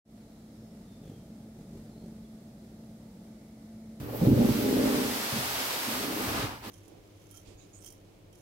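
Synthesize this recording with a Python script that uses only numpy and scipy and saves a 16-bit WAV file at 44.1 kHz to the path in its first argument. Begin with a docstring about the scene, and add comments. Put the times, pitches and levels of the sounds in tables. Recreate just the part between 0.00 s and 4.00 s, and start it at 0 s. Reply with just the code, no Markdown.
"""A hummingbird's wings flutter softly at a hanging feeder, by a still lake at dawn. Each wingbeat
pushes the air: the beats thump as the bird brakes and turns, and the feathers sometimes trill or rustle.
Far birds whistle and echo through the trees. Under it all lie the wavering hum of a far motor,
a distant low rumble and a fine hiss. The sound fades in at the start."""
import sys
import numpy as np
from scipy import signal
from scipy.fft import rfft, irfft
from scipy.io import wavfile

SR = 44100
rng = np.random.default_rng(int(sys.argv[2]) if len(sys.argv) > 2 else 0)


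def transcribe(u):
    """Save the signal u as a 16-bit wav file named by the first command-line argument.

    u: samples, shape (n,) or (channels, n), limited to [-1, 1]; the rate is SR.
    q: integer samples, one column per channel.
    """
    v = np.clip(np.atleast_2d(u).T, -1, 1)
    q = np.round(v * 32767).astype(np.int16)
    wavfile.write(sys.argv[1], SR, q)


N = 176400  # 4 seconds


def undb(db):
    """Turn decibels (dB) into a number to multiply by."""
    return 10 ** (np.asarray(db) / 20)


def unit(x):
    """Scale a signal to an average power of 1."""
    return x / np.sqrt(np.mean(x ** 2) + 1e-30)


def clock():
    """Time of every sample in seconds."""
    return np.arange(N) / SR


def curve(rows):
    """A changing volume, drawn through points of seconds and dB."""
    return undb(np.interp(clock(), *np.array(rows).T))


def colour(x, rows):
    """Make some pitches louder and others softer, following points of Hz and dB."""
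    hz, db = np.array(rows).T
    f = np.maximum(np.fft.rfftfreq(N, 1 / SR), 1)
    return irfft(rfft(x) * undb(np.interp(np.log(f), np.log(hz), db)), N)


def noise(rows):
    """Noise of power 1, shaped by points of Hz and dB."""
    return unit(colour(rng.standard_normal(N), rows))


def walk(rate):
    """A smooth random wobble of size about 1, with about `rate` changes a second."""
    f = np.fft.rfftfreq(N, 1 / SR)
    return unit(irfft(rfft(rng.standard_normal(N)) * np.exp(-(f / rate) ** 2) * (f > 0), N))


def pan(left_db):
    """Left and right volumes, with the left `left_db` above the right."""
    return undb(np.array([[left_db], [-left_db]]) / 2)


def arch(start, length):
    """A volume that rises and falls in a rounded arch."""
    u = np.clip((clock() - start) / length, 0, 1)
    return 2 * np.sqrt(u * (1 - u))


def hummingbird():
    """Each wingbeat gives a thump and a puff of air; the feather sounds pulse in step with it."""
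    # Louder as the bird comes close. Each row: time in seconds, gain in dB.
    nearness = [(0, -13), (.5, -13), (.77, 1), (.9, -13), (1.1, -2), (1.3, -2), (1.6, -3.5), (2.05, 1),
                (2.3, -8.5), (2.6, -9), (4, -17.5)]
    # Bursts of hard wing work. Each row: middle in seconds, half length in seconds, boost in dB.
    turns = [(1.072, .065, 9.5), (1.598, 0.037, 10), (1.76, 0.049, 10), (2.063, .035, 5.5)]
    # The low wash of air stirred by the wings. Each row: frequency in Hz, relative level in dB.
    wash_shape = [(30, -14), (72, -3), (100, -0.5), (130, -2), (180, 1), (280, -9.5), (430, -4),
                  (650, -19.5), (1000, -29), (2000, -50)]
    # The high swish of that air. Each row: frequency in Hz, relative level in dB.
    swish_shape = [(500, -8), (1300, 1), (3000, 0.5), (8000, 0.5), (15000, -7.5)]
    wing_hz, thump_s, stroke_beats = 48.81, .0011, .25
    backstroke = .29  # strength as a share of the downstroke
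    beats = .336 + np.cumsum(wing_hz * (1 + .0017 * walk(5.1))) / SR
    turn_db = sum(db * np.exp(-((clock() - at) / half) ** 2) for at, half, db in turns)
    strength = curve(nearness) * undb(turn_db + .9 * walk(30))  # no two strokes are quite alike
    down, up = (beats + .5) % 1 - .5, beats % 1 - .5  # time from each stroke's middle, in beats
    thump = air_push(down / wing_hz / thump_s) - backstroke * air_push(up / wing_hz / thump_s)
    flutter = unit(np.exp(-(down / stroke_beats) ** 2) + backstroke * np.exp(-(up / stroke_beats) ** 2))
    wash = undb(-55.5) * noise(wash_shape)
    swish = undb(-74) * np.array([noise(swish_shape), noise(swish_shape)])
    wings = undb(-49.5) * thump + flutter * wash + np.sqrt(flutter) * swish
    return strength * wings + flutter * (feather_rustle() + feather_trill())


def air_push(offset):
    """One wing stroke swings the air pressure down, then up; `offset` is time in pulse widths."""
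    return offset * np.exp(.5 - offset ** 2 / 2)


def feather_rustle():
    """Feathers give a short papery rustle as the bird brakes."""
    # The tone of the rustle. Each row: frequency in Hz, relative level in dB.
    rustle_shape = [(700, 3), (1300, -4), (2900, 2), (4500, -6.5), (12000, -11)]
    return undb(-68.5) * arch(start=1.03, length=.094) * noise(rustle_shape)


def feather_trill():
    """Feathers sing a high, unsteady note now and then."""
    # Each row: start in seconds, length in seconds, pitch in Hz, level in dB before the wings pulse it.
    trills = [(.12, 0.45, 4050, -77), (1.88, 0.2, 4230, -71.5), (2.57, 0.094, 4000, -77)]
    wobble_hz, trill = 150, 0
    for start, length, hz, db in trills:
        cycles = np.cumsum(hz + wobble_hz * walk(235)) / SR
        trill = trill + undb(db) * arch(start, length) * np.sin(2 * np.pi * cycles)
    return trill


def far_birds():
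    """Thin gliding whistles and hoarse calls, smeared by the echo of the trees."""
    # Bird calls. Each row: start in seconds, length in seconds, first and last pitch in Hz,
    # level in dB before the echo, roughness (0 is pure, about 1 is hoarse).
    calls = [(0.514, 0.25, 5310, 5400, -77, .35), (0.867, .13, 3620, 3550, -73, 0.38),
             (1.003, 0.11, 3530, 3500, -74.5, .45), (1.029, .24, 3295, 3180, -74.5, 0.43),
             (2.246, 0.014, 3520, 3340, -69, 0.49), (3.239, .4, 2165, 2083, -78, 1.01),
             (3.657, 0.32, 2090, 2200, -79, 1)]
    rough_hz, echo_s = 129.6, .9  # the echo drops 60 dB in echo_s
    t, direct = clock(), 0
    for start, length, first_hz, last_hz, db, rough in calls:
        glide = np.interp(t, [start, start + length], [first_hz, last_hz])
        hz = glide + rough * rough_hz * walk(174)
        direct = direct + undb(db) * arch(start, length) * np.sin(2 * np.pi * np.cumsum(hz) / SR)
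    tail = rng.standard_normal((2, N)) * np.exp(-np.log(1000) * t / echo_s)
    echo = signal.fftconvolve(direct[None], unit(tail) / np.sqrt(N), axes=1)[:, :N]
    return (direct + undb(-.5) * echo) * pan(left_db=1)


def motor():
    """A far hum whose tones waver on their way across the water; its upper whine slowly grows."""
    # The motor's tones: the main hum first, then the others from low to high.
    # Each row: pitch in Hz, base level in dB.
    tones = [(220.2, -51), (58.17, -67), (118.7, -65.5), (279.3, -71), (585.5, -76), (656.4, -75.5),
             (688, -80)]
    # Swells and dips of the main hum. Each row: time in seconds, gain in dB.
    swells = [(.25, -2), (1.2, -6), (1.45, 0.5), (1.9, -1), (2.22, 3.5), (2.6, -4), (2.78, 2), (3.15, -6),
              (3.6, -2.5), (3.85, 1)]
    waver_db, whine_db_per_s, whine_above_hz = .95, 1.6, 500
    hum = 0
    for k, (hz, db) in enumerate(tones):
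        cycles = np.cumsum(hz * (1 + .0015 * walk(3.27))) / SR + rng.random()
        growth_db = whine_db_per_s * (clock() - N / SR / 2) * (hz > whine_above_hz)
        tone = np.sqrt(2) * np.sin(2 * np.pi * cycles) * undb(db + growth_db + waver_db * walk(2.7))
        hum = hum + tone * (curve(swells) if k == 0 else 1)
    return hum


def air():
    """A distant rumble with its bass in the middle, and a wide hiss that flickers slightly."""
    # The tone of the rumble. Each row: frequency in Hz, relative level in dB.
    rumble_shape = [(15, -28), (35, -16), (58, -6.5), (78, -15.5), (98, -1.5), (125, -5.5), (160, -3),
                    (195, 1.5), (250, -5.5), (310, -7), (370, -14), (480, -15), (680, -16.5), (780, -23),
                    (870, -23), (980, -33.5), (1500, -45)]
    # How wide the rumble is. Each row: frequency in Hz, level of the sides against the middle in dB.
    rumble_width = [(60, -43), (200, -31), (380, -9.5), (700, -8.5), (1000, -5), (1500, 3)]
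    # The tone of the hiss. Each row: frequency in Hz, relative level in dB.
    hiss_shape = [(300, -16.5), (800, 2.5), (1050, 2.5), (1250, 6), (1650, 1.5), (2000, 3), (2500, -2),
                  (3000, -2.5), (3900, 0.5), (4700, -0.2), (5200, 0.2), (6000, -2), (11000, -5),
                  (15500, -12)]
    sides = colour(noise(rumble_shape), rumble_width) * np.array([[1], [-1]])
    rumble = (noise(rumble_shape) + sides) * undb(-52 + .38 * walk(2.6))
    hiss = np.array([noise(hiss_shape), noise(hiss_shape)]) * undb(-66.5 + .55 * walk(8))
    return rumble + hiss * pan(left_db=-1.6)


def scene():
    """Add all the sounds together, in stereo."""
    return air() + motor() + hummingbird() + far_birds()


def record(dry):
    """Fade the sound in and cut off the very highest treble."""
    # The fade-in. Each row: time in seconds, gain in dB.
    fade = [(.042, -67), (.054, -16), (.1, -4), (.17, -1), (.3, 0.5)]
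    top_hz = 15700
    treble_cut = signal.ellip(12, .1, 80, top_hz, fs=SR, output="sos")
    return signal.sosfilt(treble_cut, dry * curve(fade))


dry = scene()
out = record(dry)
transcribe(out)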